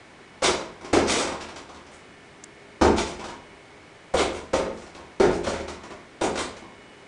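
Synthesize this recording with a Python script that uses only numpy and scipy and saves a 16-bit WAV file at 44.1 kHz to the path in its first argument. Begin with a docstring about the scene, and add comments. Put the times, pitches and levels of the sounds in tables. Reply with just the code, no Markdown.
"""Over a faint appliance hum comes a thump and a scrape: a cat leaps at wooden folding closet doors.
Each paw impact excites the modes of the hollow leaves, which boom and bounce in their track;
lighter taps rattle the pivots. The claws rasp down the veneer by stick-slip friction.
The bare room echoes it all from a few steps away, except for one tiny dry click close by."""
import sys
import numpy as np
from scipy import signal
from scipy.fft import rfft, irfft
from scipy.io import wavfile

SR = 44100
rng = np.random.default_rng(int(sys.argv[2]) if len(sys.argv) > 2 else 0)


def generate_wav(signal):
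    """Clip the signal to [-1, 1] and save it as 16-bit WAV at the path in sys.argv[1]."""
    frames = np.transpose(np.atleast_2d(signal))
    scaled = np.clip(frames, -1, 1) * 32767
    pcm = np.round(scaled).astype(np.int16)
    wavfile.write(sys.argv[1], SR, pcm)


N = 311787
T = np.arange(N) / SR

# paw strikes: (time [s], level [dB], bass [dB], treble [dB], hollow note [Hz], note peak [dB],
# delay of first bounce [s], first bounce [dB re strike], claw skid [dB])
STRIKES = [(0.420, -26, -9, 5.5, 537, -18, 0.060, 2.5, -32.5),
           (0.929, -17, -1.5, 0.5, 335, -12.5, 0.033, -0.5, -29),
           (2.812, -14.5, 2.5, -2.5, 336, -14.5, 0.032, -3, -41),
           (4.138, -17, -5.5, -16, 540, -17, 0.060, -4, -33),
           (4.532, -19, -4, -5.5, 527, -13, 0.060, -5, -30),
           (5.198, -15.5, -1.5, -7, 388, -8, 0.036, -0.5, -33.5),
           (5.466, -27, 1, 2, 549.5, -17.5, 0.06, -5.5, -32.5),
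           (6.211, -20.5, -4, -10.5, 555, -20, 0.024, -0.5, -28)]
# light paw taps and footfalls that rattle the loose leaves: (time [s], level [dB], treble [dB])
TAPS = [(0.595, -40, 7), (0.648, -45, 0), (0.811, -39, -2), (0.846, -39, 7), (1.272, -32, 8),
        (1.321, -33.5, 2), (1.408, -39, 12), (1.485, -40, 5.5), (1.560, -43, 13.5), (1.691, -41.5, 2),
        (1.745, -47, 9.5), (1.865, -50.5, 8), (3.194, -36.5, 5), (3.240, -37, 8.5), (3.285, -38, 5),
        (4.366, -39, 2), (4.948, -41, 5.5), (4.994, -46, -2), (5.681, -36.5, 10), (5.835, -41.5, 7),
        (5.905, -38.5, 2.5), (6.565, -49.5, 14), (6.620, -41, -15)]
# claws dragged down the veneer: (start [s], length [s], level [dB], rasp pitch [Hz], door judder [dB])
SWIPES = [(0.428, 0.058, -20, 4800, -31.5), (1.064, 0.07, -22.5, 5000, -32),
          (1.100, 0.14, -25.5, 5330, -26.5), (1.913, 0.05, -48.5, 8400, -63),
          (2.959, 0.061, -26.5, 4500, -28), (3.043, 0.079, -39.5, 6043, -44), (4.166, 0.07, -23, 3400, -26),
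          (4.308, 0.088, -43.5, 8000, -49), (4.713, 0.16, -53, 7450, -45.5), (5.307, 0.06, -39, 7300, -36),
          (5.431, 0.035, -39, 4100, -33.5), (5.524, 0.08, -41, 2200, -41.5),
          (6.339, 0.045, -43, 3500, -29.5), (6.375, 0.043, -24, 4800, -30.5)]
# spectrum of the dense panel vibration: (frequency [Hz], relative level [dB])
PANEL_SPECTRUM = [(25, -15), (70, -8), (130, -16.5), (230, -2), (350, -5), (470, -5.5), (620, -4),
                  (900, -5.5), (1250, -9.5), (1450, -9), (1800, -14.5), (2300, -16), (3500, -21),
                  (6000, -22.5), (10000, -37)]
# low modes of the leaves and the closet behind them: (frequency [Hz], relative level [dB], t60 [s])
DOOR_MODES = [(42.3, -27, 1), (76.13, -14, 0.81), (97, -18.5, 0.36), (171.2, -19, 1), (216.3, -15, 0.91),
              (270.8, -13.5, 0.51), (299.2, -12, 0.37), (339, -4.5, 0.38), (359.4, -10.5, 0.78),
              (403, -11, 0.58), (471, -14, 0.59), (517, -12.5, 0.48), (646, -16.5, 0.56), (763, -9.5, 0.32),
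              (910, -22.5, 0.42), (1051, -22, 0.65)]
# modes of a pivot: (frequency [Hz], relative level [dB], t60 [s])
PIVOT_MODES = [(681, -5, 0.091), (798, -3, .10), (969, 2, 0.078), (1059, 0.5, 0.17), (1118, -7, 0.048)]
# spectrum of claw friction: (frequency [Hz], relative level [dB])
CLAW_SPECTRUM = [(30, -3.5), (150, 2.5), (400, 12), (700, 8), (1300, -0.5), (1800, -5), (2300, -2),
                 (3400, -2.5), (4800, -4.5), (6500, -8), (8200, -5), (10000, -12)]
# resonances of the scratched veneer: (frequency [Hz], width [Hz], lift [dB])
VENEER_RESONANCES = [(1410, 470, 9.5), (2290, 450, 5.5), (3120, 230, 2), (3680, 280, 2.5), (4270, 81, -3),
                     (5930, 420, 3), (6750, 120, 5)]
# reverberation time of the room: (frequency [Hz], t60 [s])
ROOM_T60 = [(80, 1), (350, 0.63), (1000, 0.49), (3000, 0.45), (9000, 0.31)]
# hum and whine of the appliance: (frequency [Hz], rms level before the swell [dB])
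HUM_LINES = [(409, -64), (630, -78), (1771, -68.5), (1910, -77), (1986, -78), (2142, -71.5), (2201, -64),
             (2262, -71), (2460, -77), (2522, -79.5), (2939, -69.5), (8123, -79)]
# swell of the whole hum: (time [s], gain [dB])
HUM_SWELL = [(0, 2.5), (1.8, -3.5), (2.15, 3), (2.6, 2), (3.6, 4), (4.1, -1), (6.1, -3), (6.85, 5),
             (7.07, 1.5)]
# spectrum of the room tone: (frequency [Hz], relative level [dB])
ROOM_TONE_SPECTRUM = [(15, -33), (25, -14), (48, -9.5), (124, -4), (205, -4), (277, -2.5), (375, -3),
                      (404, -3), (447, -5.5), (619, -5.5), (1250, -10.5), (2220, -10.5), (2780, -16.5),
                      (3000, -16.5), (10000, -30.5), (13000, -72), (22000, -120)]

SWIPE_PEAK_SHARE = 0.38  # a swipe presses hardest before its middle


def blows(pad_lag_s=0.006, gap_ratio=0.9, loss_db=-8.5, judder_gap_s=0.045):
    """Inelastic impacts drive the doors: (time [s], level [dB], bass [dB], treble [dB])."""
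    rows = []
    for s, db, bass_db, treble_db, _, _, gap_s, bounce_db, _ in STRIKES:
        rows.append((s, db - 1, bass_db, treble_db - 2.5))  # the toes touch first, more lightly
        s += pad_lag_s
        rows.append((s, db, bass_db, treble_db))
        for k in range(3):  # each bounce comes sooner and is weaker, heavier and duller than the last
            s += gap_s * gap_ratio ** k
            rows.append((s, db + bounce_db + k * loss_db, bass_db + 2 * (k + 1), treble_db - 3 * (k + 1)))
    rows += [(s, db, 0.5, treble_db) for s, db, treble_db in TAPS]
    for start, length, _, _, judder_db in SWIPES:
        judders = start + np.arange(SWIPE_PEAK_SHARE * length, length, judder_gap_s)
        rows += [(s, judder_db, -3, 6.5) for s in judders]
    return rows


def panel_thuds(t60=0.084, contact_s=0.00093, bass_hz=380, treble_hz=1700, gain_db=3.5):
    """Modal overlap: dense panel modes merge into noise; weight adds bass, hard contact adds treble."""
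    t = T[:SR // 5]
    hz = freqs(len(t))
    bass_shelf = 1 / (1 + (hz / bass_hz) ** 4)
    treble_shelf = 1 / (1 + (treble_hz / hz) ** 2)
    envelope = (1 - np.exp(-t / contact_s)) * fade(t, t60)
    out = np.zeros(N)
    for s, db, bass_db, treble_db in blows():
        phases = np.exp(2j * np.pi * rng.random(len(hz)))
        vibration = unit(irfft(phases * undb(curve_at(PANEL_SPECTRUM, hz)), len(t)))
        thud = colour(vibration, bass_db * bass_shelf + treble_db * treble_shelf)
        add(out, s, undb(db + gain_db) * thud * envelope)
    return out


def door_boom(gain_db=-1, build_s=0.0051, scatter_db=1.5, detune=0.0069, bass_hz=450):
    """Damped resonance: the low modes ring on, driven a little differently by each point of contact."""
    t = T[:SR]
    hz, mode_db, t60 = np.transpose(DOOR_MODES)
    envelopes = fade(t, t60[:, None]) * (1 - np.exp(-t / build_s))
    out = np.zeros(N)
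    for s, db, bass_db, _ in blows():
        strength, mistuning, phase = rng.standard_normal((3, len(hz)))
        gains = undb(db + gain_db + mode_db + scatter_db * strength + bass_db * (hz < bass_hz))
        mode_hz = hz * (1 + detune * mistuning)
        angle = 2 * np.pi * (mode_hz[:, None] * t + phase[:, None])
        add(out, s, gains @ (envelopes * np.sin(angle.astype(np.float32))))
    return out


def paw_slaps(swell_s=0.0044, lag_s=0.00386, heave_hz=55, knock_hz=407):
    """Contact damping: the soft pad drives a note, then stifles it; the leaf heaves and knocks back."""
    t = T[:SR // 10]
    push = t / swell_s * np.exp(1 - t / swell_s)
    out = np.zeros(N)
    for s, db, _, _, note_hz, note_db, gap_s, bounce_db, _ in STRIKES:
        hollow_note = (0, note_hz, note_db)
        heave = (0, heave_hz, db - 13)
        knock = (gap_s, knock_hz, db + bounce_db + 3.5)
        for after_s, hz, peak_db in (hollow_note, heave, knock):
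            add(out, s + lag_s + after_s, undb(peak_db) * push * np.sin(2 * np.pi * hz * t))
    return out


def strokes(skid_s=0.05, skid_hz=6200, brush_s=0.036, brush_hz=3800, lead_s=0.0065):
    """Sliding contacts of the claws: (start [s], length [s], peak position [0-1], level [dB], rasp [Hz])."""
    swipes = [(s, length, SWIPE_PEAK_SHARE, db, hz) for s, length, db, hz, _ in SWIPES]
    skids = [(s, skid_s, 0.053, skid_db, skid_hz) for s, *_, skid_db in STRIKES]
    brushes = [(s - lead_s, brush_s, SWIPE_PEAK_SHARE, db + treble_db - 13, brush_hz)
               for s, db, treble_db in TAPS]
    return swipes + skids + brushes


def claw_scrapes(slips_per_s=2200, rub_db=-3, catches_per_s=130, flare_db=4, focus_db=5, focus_oct=0.52):
    """Stick-slip friction: uneven slips of the claws, over the rub of the pads, ring the veneer."""
    slipping = rng.random(N) < slips_per_s / SR
    slips = slipping * undb(3 * np.clip(rng.standard_normal(N), -2, 2))
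    force = unit(slips * rng.choice([-1, 1], N)) + undb(rub_db) * rng.standard_normal(N)
    hz = freqs(N)
    lift_db = sum(db / (1 + (2 * (hz - f) / width) ** 2) for f, width, db in VENEER_RESONANCES)
    rasp = colour(force, curve_at(CLAW_SPECTRUM, hz) + lift_db)
    # every catch grips differently, so the bands flare singly and then all together
    edges_hz = [20, 1800, 3000, 4600, 7000, 11000]
    spurts = np.zeros(N)
    for band_hz in zip(edges_hz, edges_hz[1:]):
        band = signal.sosfilt(signal.butter(5, band_hz, "bandpass", fs=SR, output="sos"), rasp)
        spurts += band * waver(flare_db, catches_per_s)
    spurts *= waver(flare_db, catches_per_s)
    out = np.zeros(N)
    for start, length, peak_share, db, rasp_hz in strokes():
        span = slice(int(start * SR), int(start * SR) + SR // 3)
        pressure = np.sqrt(np.interp((T[span] - start) / length, [0, peak_share, 1], [0, 1, 0]))
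        # the speed and angle of each stroke favour one register
        octaves = np.log2(freqs(len(pressure)) / rasp_hz)
        emphasis_db = focus_db * np.exp(-.5 * (octaves / focus_oct) ** 2)
        add(out, start, undb(db) * pressure * unit(colour(spurts[span], emphasis_db)))
    return out


def pivot_clacks(lag_s=0.01, gain_db=-6.5, chatter_s=0.0092, bounce_db=-2, detune=0.029):
    """Impact chatter: after each tap a pivot pin knocks, then rebounds twice, each time weaker."""
    t = T[:SR // 4]
    hz, mode_db, t60 = np.transpose(PIVOT_MODES)
    envelopes = undb(mode_db)[:, None] * fade(t, t60[:, None])
    out = np.zeros(N)
    for s, db, _ in TAPS:
        for k in range(3):
            mode_hz = hz * (1 + detune * rng.standard_normal(len(hz)))
            ring = np.sum(envelopes * np.sin(2 * np.pi * mode_hz[:, None] * t), axis=0)
            delay_s = lag_s + k * chatter_s * (.5 + rng.random())
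            add(out, s + delay_s, undb(db + gain_db + k * bounce_db) * ring)
    return out


def close_click(start_s=2.439, pitch_hz=7200, level_db=-24.5, chatter_s=0.0018, detune=0.11):
    """Brief transients have broad spectra: three snaps with very short rings fuse into one click."""
    t = T[:SR // 50]
    out = np.zeros(N)
    for k in range(3):
        hz = pitch_hz * (1 + detune * rng.standard_normal())
        ring = fade(t, t60=0.0028) * np.sin(2 * np.pi * hz * t)
        snap = undb(-1) * fade(t, t60=0.00027) * np.sin(np.pi * hz * t)
        add(out, start_s + k * chatter_s, undb(level_db) * (ring + snap))
    return out


def room_echo(x, gap_s=0.0048, build_s=0.0012):
    """Diffuse reverberation: reflections off bare walls and a hard floor decay, the treble first."""
    t = T[:SR]
    hz = freqs(len(t))
    noise = rfft(rng.standard_normal(len(t)))
    onset = 1 - np.exp(-np.maximum(t - gap_s, 0) / build_s)
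    edges_hz = np.geomspace(20, 12000, 19)
    response = 0
    for lo, hi in zip(edges_hz, edges_hz[1:]):
        band = irfft(noise * ((hz >= lo) & (hz < hi)), len(t))
        tail = band * onset * fade(t, curve_at(ROOM_T60, np.sqrt(lo * hi)))
        response += tail * np.sqrt(2 * (hi - lo) / SR / np.sum(tail ** 2))  # unit power gain per band
    return signal.fftconvolve(x, response)[:N]


def background(tone_db=-49, blur_rad=1.4, blur_per_s=22):
    """Amplitude and phase modulation make each appliance line waver and blur over steady room tone."""
    room_tone = unit(colour(rng.standard_normal(N), curve_at(ROOM_TONE_SPECTRUM, freqs(N))))
    hum = np.zeros(N)
    for hz, db in HUM_LINES:
        amplitude = waver(depth_db=5, per_s=3)
        phase = 2 * np.pi * hz * T + blur_rad * drift(blur_per_s)
        hum += undb(db) * unit(amplitude * np.sin(phase))
    swell = undb(np.interp(T, *np.transpose(HUM_SWELL)))
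    return undb(tone_db) * room_tone + swell * hum


def undb(db):
    """Decibels to amplitude ratio."""
    return 10 ** (np.asarray(db) / 20)


def unit(x):
    """Normalisation to rms 1."""
    return x / np.sqrt(np.mean(x ** 2))


def freqs(size):
    """Fourier bin frequencies for this many samples, floored at 1 Hz."""
    return np.maximum(np.arange(size // 2 + 1) * SR / size, 1)


def curve_at(points, hz):
    """Interpolation of (frequency [Hz], value) points on a logarithmic frequency axis."""
    at, value = np.transpose(points)
    return np.interp(np.log(hz), np.log(at), value)


def colour(x, db):
    """Zero-phase filtering by a gain in dB for every frequency."""
    return irfft(rfft(x) * undb(db), len(x))


def add(out, start_s, sound):
    """Superposition of a sound at a given time."""
    i = max(int(start_s * SR), 0)
    out[i:i + len(sound)] += sound[:len(out) - i]


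def fade(t, t60):
    """Exponential decay, 60 dB down after t60."""
    return np.exp(-np.log(1000) * t / t60)


def drift(per_s):
    """Linear interpolation between random values, per_s of them a second."""
    return np.interp(T * per_s, np.arange(N), rng.standard_normal(N))


def waver(depth_db, per_s):
    """Random amplitude modulation: a gain that wanders within depth_db of unity."""
    return undb(depth_db * np.tanh(drift(per_s)))


def scene(direct_db=-2, slap_echo_db=-3):
    """Direct and reverberant sound add; doors and paws reach the listener by their own room paths."""
    doors = panel_thuds() + pivot_clacks()
    slaps = paw_slaps()
    scrapes = claw_scrapes()
    direct = undb(direct_db) * (doors + scrapes) + slaps
    echo = room_echo(doors) + room_echo(undb(slap_echo_db) * slaps + scrapes)
    return (direct + echo + door_boom() + close_click() + background())[None]


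def record(dry, ceiling=0.76, top_hz=10050):
    """Soft saturation in the microphone rounds the loudest peaks; a steep low-pass cuts off the top."""
    lowpass = signal.ellip(10, .2, 70, top_hz, fs=SR, output="sos")
    return signal.sosfilt(lowpass, ceiling * np.tanh(dry / ceiling))


dry = scene()
out = record(dry)
generate_wav(out)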